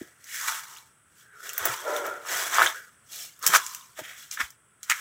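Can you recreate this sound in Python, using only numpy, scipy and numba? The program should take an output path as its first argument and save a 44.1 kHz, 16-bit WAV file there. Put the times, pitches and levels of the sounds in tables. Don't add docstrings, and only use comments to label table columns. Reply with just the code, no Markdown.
import sys
import numpy as np
from scipy import signal
from scipy.fft import rfft, irfft
from scipy.io import wavfile
from scipy.ndimage import uniform_filter1d
from numba import njit

SR = 44100
rng = np.random.default_rng(int(sys.argv[2]) if len(sys.argv) > 2 else 0)


def dump(signal):
    limited = np.clip(np.atleast_2d(signal).T, -1, 1)
    pcm = np.round(limited * 32767).astype(np.int16)
    wavfile.write(sys.argv[1], SR, pcm)


N = 220667
TIME = np.arange(N) / SR

# full_s, rise_s, hold_s, t60_s, leaf_db, litter_db, scuff_db, pocket_hz, pocket_q [no unit]
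SWEEPS = [(0.0, .05, 0.0045, 0.54, -53.5, -53, -61, 1870, 3.3),
          (0.353, 0.32, 0.047, 0.33, -35.5, -39.5, -66.5, 1900, 2.8),
          (0.457, 0.4, 0.094, 0.45, -34.5, -36.5, -64, 970, 1.74),
          (0.696, 0.17, 0.061, 0.44, -49, -53, -73, 930, 4.7),
          (1.185, .3, .025, .3, -57.5, -65, -84, 1450, 4),
          (1.349, 0.56, 0.11, .3, -81, -52, -66.5, 1440, 15),
          (1.448, 0.28, 0.12, 0.34, -44.5, -46.5, -58, 1500, 4.9),
          (1.592, 0.093, 0.046, .3, -39.5, -36, -45.5, 1170, 1.4),
          (1.654, .06, 0.062, 0.55, -35.5, -36.5, -57, 1050, 3.2),
          (1.928, 0.6, 0.062, 0.34, -41, -37.5, -47, 880, 3.1),
          (2.046, 0.18, 0.021, 0.58, -44.5, -38.5, -39.5, 905, 1.7),
          (2.303, 0.19, 0.11, 0.81, -31, -32.5, -42.5, 850, .8),
          (2.536, 0.11, 0.12, 0.34, -32, -29, -65, 765, 2.4),
          (2.748, 0.12, 0.036, 0.29, -48, -42, -57.5, 1680, 7.5),
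          (3.128, .16, 0.099, 0.37, -39.5, -55.5, -63.5, 1550, 1.1),
          (3.433, 0.078, 0.1, 0.26, -37, -37, -53, 1140, 4),
          (3.59, .05, 0.009, .7, -39, -41, -70.5, 1106, 12),
          (3.66, 0.13, 0.013, 0.73, -42, -50, -77, 1170, 14),
          (3.978, 0.066, .015, 0.23, -46, -43.5, -58, 1200, 0.27),
          (4.055, 0.22, 0.053, 0.52, -49, -46, -63, 2410, 0.89),
          (4.186, .15, .02, .5, -46, -54, -74.5, 1850, .45),
          (4.324, 0.036, 0.019, .15, -39.5, -56, -71, 1340, 1.7),
          (4.418, 0.19, 0.018, 0.23, -41.5, -47.5, -67, 916, 2.1),
          (4.914, 0.2, 0.077, .4, -43, -43, -69, 1390, 1.3)]
# peak_s, rise_s, t60_s, leaf_db, litter_db, scuff_db, pocket_hz
CRUNCHES = [(0.481, 0.047, 0.12, -29.5, -35, -59, 1000), (1.656, .014, 0.29, -47, -29.5, -32, 980),
            (2.6, 0.12, .15, -37, -21.5, -34.5, 790), (2.620, .055, 0.18, -31, -20.5, -35.5, 850),
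            (2.646, .055, 0.13, -26.5, -28, -33, 920), (2.662, 0.0075, 0.043, -25.5, -19, -29.5, 1000),
            (3.467, .005, 0.3, -24.5, -31, -38.5, 1110), (3.537, 0.062, .1, -25.5, -22, -37, 1150),
            (3.551, 0.074, 0.051, -14.5, -13.5, -35, 1140), (3.561, .023, 0.066, -15.5, -19, -29, 1130),
            (3.992, .028, 0.088, -38, -43.5, -41, 696), (4.31, .004, .1, -42, -64, -78, 1600),
            (4.375, 0.011, 0.024, -62, -30.5, -69, 1340), (4.407, .083, 0.065, -32.5, -23, -44.5, 1370),
            (4.831, 0.0048, 0.1, -40.5, -64, -75.5, 1870), (4.898, 0.0068, 0.092, -21.5, -22, -64, 1120),
            (4.908, .021, 0.068, -23, -22.5, -65, 1610)]
# start_s, level_db, pitch_hz, t60_s
BUMPS = [(0.013, -30, 337, 0.035), (0.015, -36, 198, 0.037), (1.612, -51, 87, 0.14),
         (1.692, -43, 125.5, 0.14), (2.630, -50.5, 110.7, 0.084), (3.466, -55, 128, 0.07),
         (3.492, -42.5, 181, 0.1), (3.555, -42, 204, 0.042), (3.989, -31.5, 620, 0.045),
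         (4.012, -48, 136, 0.064), (4.013, -44.5, 316, 0.045), (4.405, -37.5, 240, 0.017),
         (4.43, -43.5, 61.4, 0.08)]
# start_s, level_db, brightness_db (level of the added top)
SNAPS = [(0.2422, -34, -2), (0.4789, -24, -19), (0.7524, -42, -2), (0.771, -33.5, -5), (1.4926, -22, -1),
         (1.533, -24, 5.5), (1.5795, -19, 10.5), (1.6547, -13.5, 10.5), (1.965, -20.5, 0), (2.065, -29, 8),
         (2.5452, -16, -11), (2.6618, -16.5, -16), (3.392, -42, 8.5), (3.4267, -24, 1), (3.465, -1.5, 2.5),
         (3.475, -8.5, 5), (3.6645, -18, -5.5), (3.748, -19, -3.5), (4.3129, -21, -19.5),
         (4.5042, -33.5, -1), (4.831, -24.5, -5), (4.899, -10, -13)]
# start_s, length_s (nominal, first to last crack), level_db, pitch_hz (first crack)
TWIGS = [(0.484, 0.0075, -17, 1500), (0.522, 0, -21, 1480), (0.765, 0.02, -36.5, 2880),
         (1.493, 0.0069, -30, 2890), (1.580, 0.0033, -21, 1960), (1.702, 0.0032, -22, 1300),
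         (1.964, 0, -24, 3610), (2.251, 0.011, -29, 1220), (2.584, 0.035, -3, 1195), (2.661, 0, -14, 1660),
         (2.665, .008, -14, 3220), (3.538, 0.022, -4, 1255), (4.405, 0.0086, -14.5, 1720),
         (4.899, 0, -15, 2660), (4.915, 0.0064, -7, 1780)]
# full_s, rise_s, hold_s, t60_s, low_ring_db, high_ring_db
RUBS = [(1.872, .13, .085, 0.74, -27.5, -30.5), (2.064, 0.13, 0.032, 0.51, -48.5, -34.5)]
# pitch_hz, width_hz, level_db
RUB_MODES = [(405, 11, -16.5), (462.7, 20, -5), (582.6, 16, -1), (753, 30, -10.5), (963, 16, -11),
             (1315, 30, -15), (1375, 13, -1.5)]
# freq_hz, level_db
LEAF_COLOUR = [(1410, -28), (2400, -5.5), (2500, -18.5), (2700, -6.5), (3460, -6.5), (4680, -8), (5840, -2),
               (7770, -1.5), (9480, -10), (10500, -6.5), (12000, -7), (14400, -9), (14900, -4),
               (15600, -11), (16000, -19)]
# freq_hz, level_db
LITTER_COLOUR = [(400, -27), (700, -14), (1050, -4), (1370, -1), (1800, 1), (2200, -5.5), (2750, -14),
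                 (3350, -12.5), (3700, -14), (4400, -36)]
# freq_hz, level_db
SCUFF_COLOUR = [(60, -29), (130, 0.5), (230, -19), (330, -7.5), (450, -3.5), (600, -4), (780, -0.5),
                (1100, -26)]
# freq_hz, level_db
SNAP_COLOUR = [(700, -28.5), (1500, -8.5), (2600, -12.5), (3400, -15), (4500, -10), (6200, 2.5), (7500, 0),
               (9700, -14), (16000, -33.5)]
# freq_hz, level_db
SNAP_TOP_COLOUR = [(4000, -34), (8000, -21.5), (10500, -5), (12000, 0), (14000, -0.5), (16000, -1.5)]
# freq_hz, level_db
BACKGROUND_COLOUR = [(25, -20.5), (64, -5), (130, 0), (242, -9), (500, -12), (880, -14.5), (1400, -4),
                     (2600, -17), (3250, -17.5), (4100, -30.5), (7200, -21.5), (7950, -7), (10400, -15.5),
                     (11200, -28), (16000, -27)]
# freq_hz, width_hz, added_db
CASE_MODES = [(1347, 43, -3), (3370, 270, -7.5), (5470, 82, -3.5), (5990, 33, -1), (6720, 30, -10.5),
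              (7970, 51, -4), (11940, 55, -4.5)]

POCKET_SINK_OCT, POCKET_SINK_S = 0.12, 0.03
SCUFF_POWER = 1.1
CRUNCH_Q = 1.2
CRACK_GAP_S, MIDDLE_CRACK_DB = .008, -3
CRACK_SPREAD_OCT, CRACK_JITTER_S = 0.17, .001
BACKGROUND_DB = -62.5
TOP_HZ = 15800


def undb(db):
    return 10 ** (np.asarray(db) / 20)


def unit(x):
    return x / np.sqrt(np.mean(x ** 2))


def fade(t, t60):
    return np.exp(-np.log(1000) * np.minimum(t / max(t60, 1e-3), 3))


def swell(s, rise, hold, t60):
    climb = fade(np.maximum(s - TIME, 0), rise)
    return climb * fade(np.maximum(TIME - s - hold, 0), t60)


def add(out, s, sound):
    i = max(int(s * SR), 0)
    out[i:i + len(sound)] += sound[:N - i]


def colour(x, points, size=2048):
    hz, db = np.transpose(points)
    bins = np.maximum(np.arange(size // 2 + 1) * SR / size, 1)
    gain = undb(np.interp(np.log(bins), np.log(hz), db))
    cepstrum = irfft(np.log(gain))
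    cepstrum[1:size // 2] *= 2
    cepstrum[size // 2 + 1:] = 0
    response = irfft(np.exp(rfft(cepstrum)))
    return signal.fftconvolve(x, response / np.linalg.norm(response))[:len(x)]


def band(x, lo_hz, hi_hz, order=2):
    edges = [lo_hz, min(hi_hz, SR / 2 - 1)]
    return signal.sosfilt(signal.butter(order, edges, "band", fs=SR, output="sos"), x)


def walk(rate):
    k = max(int(SR / rate), 1)
    steps = np.repeat(rng.standard_normal(N // k + 1), k)[:N]
    return unit(uniform_filter1d(steps, k))


def steady(x, span_s):
    power = uniform_filter1d(x ** 2, max(int(span_s * SR), 2))
    return x / np.sqrt(power + 1e-9)


def crackle(rate, spread_db, smooth):
    happens = rng.random(N) < rate / SR
    sign = rng.choice([-1, 1], N)
    size = undb(spread_db * np.minimum(rng.exponential(size=N), 5))
    return unit(happens * sign * size) + smooth * rng.standard_normal(N)


@njit
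def resonant_highpass(x, hz, q):
    y, b, l = np.empty(len(x)), 0., 0.
    for i in range(len(x)):
        g, k = np.tan(np.pi * hz[i] / SR), 1 / q[i]
        v = (b + g * (x[i] - l)) / (1 + g * (g + k))
        low = l + g * v
        b, l, y[i] = 2 * v - b, 2 * low - l, x[i] - k * v - low
    return y


def leaf_rings(count=700, spread_db=2.5, ring_t60=0.043, lowest_hz=1700):
    out, t = np.zeros(N), TIME[:SR // 20]
    for when, pitch, size in rng.random((count, 3)):
        hz = lowest_hz * 4 ** pitch
        decay = fade(t, ring_t60 * np.sqrt(lowest_hz / hz))
        gain = undb(spread_db * min(-np.log(1 - size), 4))
        add(out, when * TIME[-1], gain * np.sin(2 * np.pi * hz * t) * decay)
    return unit(out)


def moves():
    crunches = [(s, rise, 0, *rest, CRUNCH_Q) for s, rise, *rest in CRUNCHES]
    power, pocket, total = np.zeros((3, N)), np.zeros((2, N)), np.zeros(N)
    for s, rise, hold, t60, leaf_db, litter_db, scuff_db, hz, q in SWEEPS + crunches:
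        load = swell(s, rise, hold, t60)
        litter = undb(litter_db) * load
        power[0] += (undb(leaf_db) * load) ** 2
        power[1] += litter ** 2
        power[2] += (undb(scuff_db) * load ** SCUFF_POWER) ** 2
        weight = litter ** 4
        sink = POCKET_SINK_OCT * np.tanh((TIME - s) / POCKET_SINK_S)
        pocket[0] += weight * (np.log2(hz) - sink)
        pocket[1] += weight * np.log2(max(q, .1))
        total += weight
    return (*np.sqrt(power), *2 ** (pocket / total))


def rustle(flick_db=-7, flutter_db=1.5, low_hz=385, low_follow=0.29, leaf_trim_db=-1.0):
    leaf, litter, scuff, hz, q = moves()
    sliding = crackle(rate=2600, spread_db=1.0, smooth=.55)
    hiss = colour(sliding + undb(flick_db) * leaf_rings(), LEAF_COLOUR)

    grit = colour(crackle(rate=700, spread_db=1.0, smooth=0.87), LITTER_COLOUR)
    grit = resonant_highpass(grit, hz, q)
    grit = resonant_highpass(grit, 0.5 * hz, np.ones(N))

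    drag = colour(crackle(rate=540, spread_db=0.0, smooth=0.5), SCUFF_COLOUR)
    drag = band(drag, 45, 1300)
    drag = resonant_highpass(drag, low_hz * (hz / 1000) ** low_follow, q)

    catch = undb(flutter_db * walk(90))
    mix = undb(leaf_trim_db) * leaf * steady(hiss, 0.019)
    mix += litter * steady(grit, 0.026)
    mix += scuff * steady(drag, 0.044)
    return catch * mix


def background():
    noise = unit(colour(rng.standard_normal(N), BACKGROUND_COLOUR))
    return undb(BACKGROUND_DB + .7 * walk(1.1)) * noise


def bumps(contact_s=0.0019):
    out, t = np.zeros(N), TIME[:SR // 4]
    for s, db, hz, t60 in BUMPS:
        swing = np.sin(2 * np.pi * hz * t) * fade(t, t60)
        add(out, s, 2 * undb(db) * swing * (1 - np.exp(-t / contact_s)))
    return out


def snaps(crack_t60=0.0067, splinter=0.24, splinter_t60=0.076, level_db=-7):
    out, t = np.zeros(N), TIME[:SR // 10]
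    for s, db, bright_db in SNAPS:
        decay = fade(t, crack_t60) + splinter * fade(t, splinter_t60)
        burst = rng.choice([-1, 1], len(t)) * decay
        snap = colour(burst, SNAP_COLOUR) + undb(bright_db) * colour(burst, SNAP_TOP_COLOUR)
        add(out, s, undb(db + level_db) * snap)
    return out


def twigs(ring_t60=0.0093, splinter=0.18, splinter_t60=0.0044):
    out, t = np.zeros(N), TIME[:SR // 20]
    for s, length, db, pitch_hz in TWIGS:
        chance = rng.standard_normal((20, 2))
        noise = rng.standard_normal((20, len(t)))
        last = int(np.clip(round(length / CRACK_GAP_S), 0, 10))
        for k, (detune, late) in enumerate(chance[:last + 1]):
            middle = 0 < k < last
            hz = pitch_hz * 2 ** (CRACK_SPREAD_OCT * detune * (k > 0))
            ring = np.sin(2 * np.pi * hz * t) * fade(t, ring_t60)
            tear = splinter * band(noise[k], 1500, 6500) * fade(t, splinter_t60)
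            when = s + length * k / max(last, 1) + middle * CRACK_JITTER_S * late
            crack = band(ring + tear, .5 * hz, 17000, order=5)
            add(out, when, undb(db + middle * MIDDLE_CRACK_DB) * crack)
    return out


def rub(level_db=-2.5, waver_s=0.00011):
    slips = crackle(rate=730, spread_db=0, smooth=0.34)
    low, high = np.zeros((2, N))
    for *shape, low_db, high_db in RUBS:
        stroke = swell(*shape)
        low += undb(low_db) * stroke
        high += undb(high_db) * stroke
    out = np.zeros(N)
    for hz, width, db in RUB_MODES:
        ring = steady(band(slips, hz - width / 2, hz + width / 2, order=1), 0.046)
        out += undb(db) * ring * (low if hz < 1100 else high)
    out = np.interp(TIME + waver_s * walk(35), TIME, out)
    return undb(level_db) * band(out, 340, 2000, order=4)


def surroundings(x, near_db=-9, near_t60=0.052, far_db=-21, far_t60=0.16):
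    t = TIME[:SR // 2]
    near = rng.standard_normal(len(t)) * fade(t, near_t60) * (t > .003)
    far = band(rng.standard_normal(len(t)), 400, 5100, order=1) * fade(t, far_t60) * (t > .018)
    response = undb(near_db) * near / np.linalg.norm(near)
    response += undb(far_db) * far / np.linalg.norm(far)
    return x + signal.fftconvolve(x, response)[:N]


def scene():
    close = rustle() + bumps() + snaps() + twigs() + rub()
    return (surroundings(close) + background())[None]


def record(dry, low_cut_hz=55):
    x = dry.copy()
    for hz, width, db in CASE_MODES:
        x += undb(db) * band(dry, hz - width / 2, hz + width / 2, order=1)
    x = signal.sosfilt(signal.butter(2, low_cut_hz, "high", fs=SR, output="sos"), x)
    top_cut = signal.ellip(10, .2, 70, TOP_HZ, fs=SR, output="sos")
    return signal.sosfilt(top_cut, np.clip(x, -1, 1))


dry = scene()
out = record(dry)
dump(out)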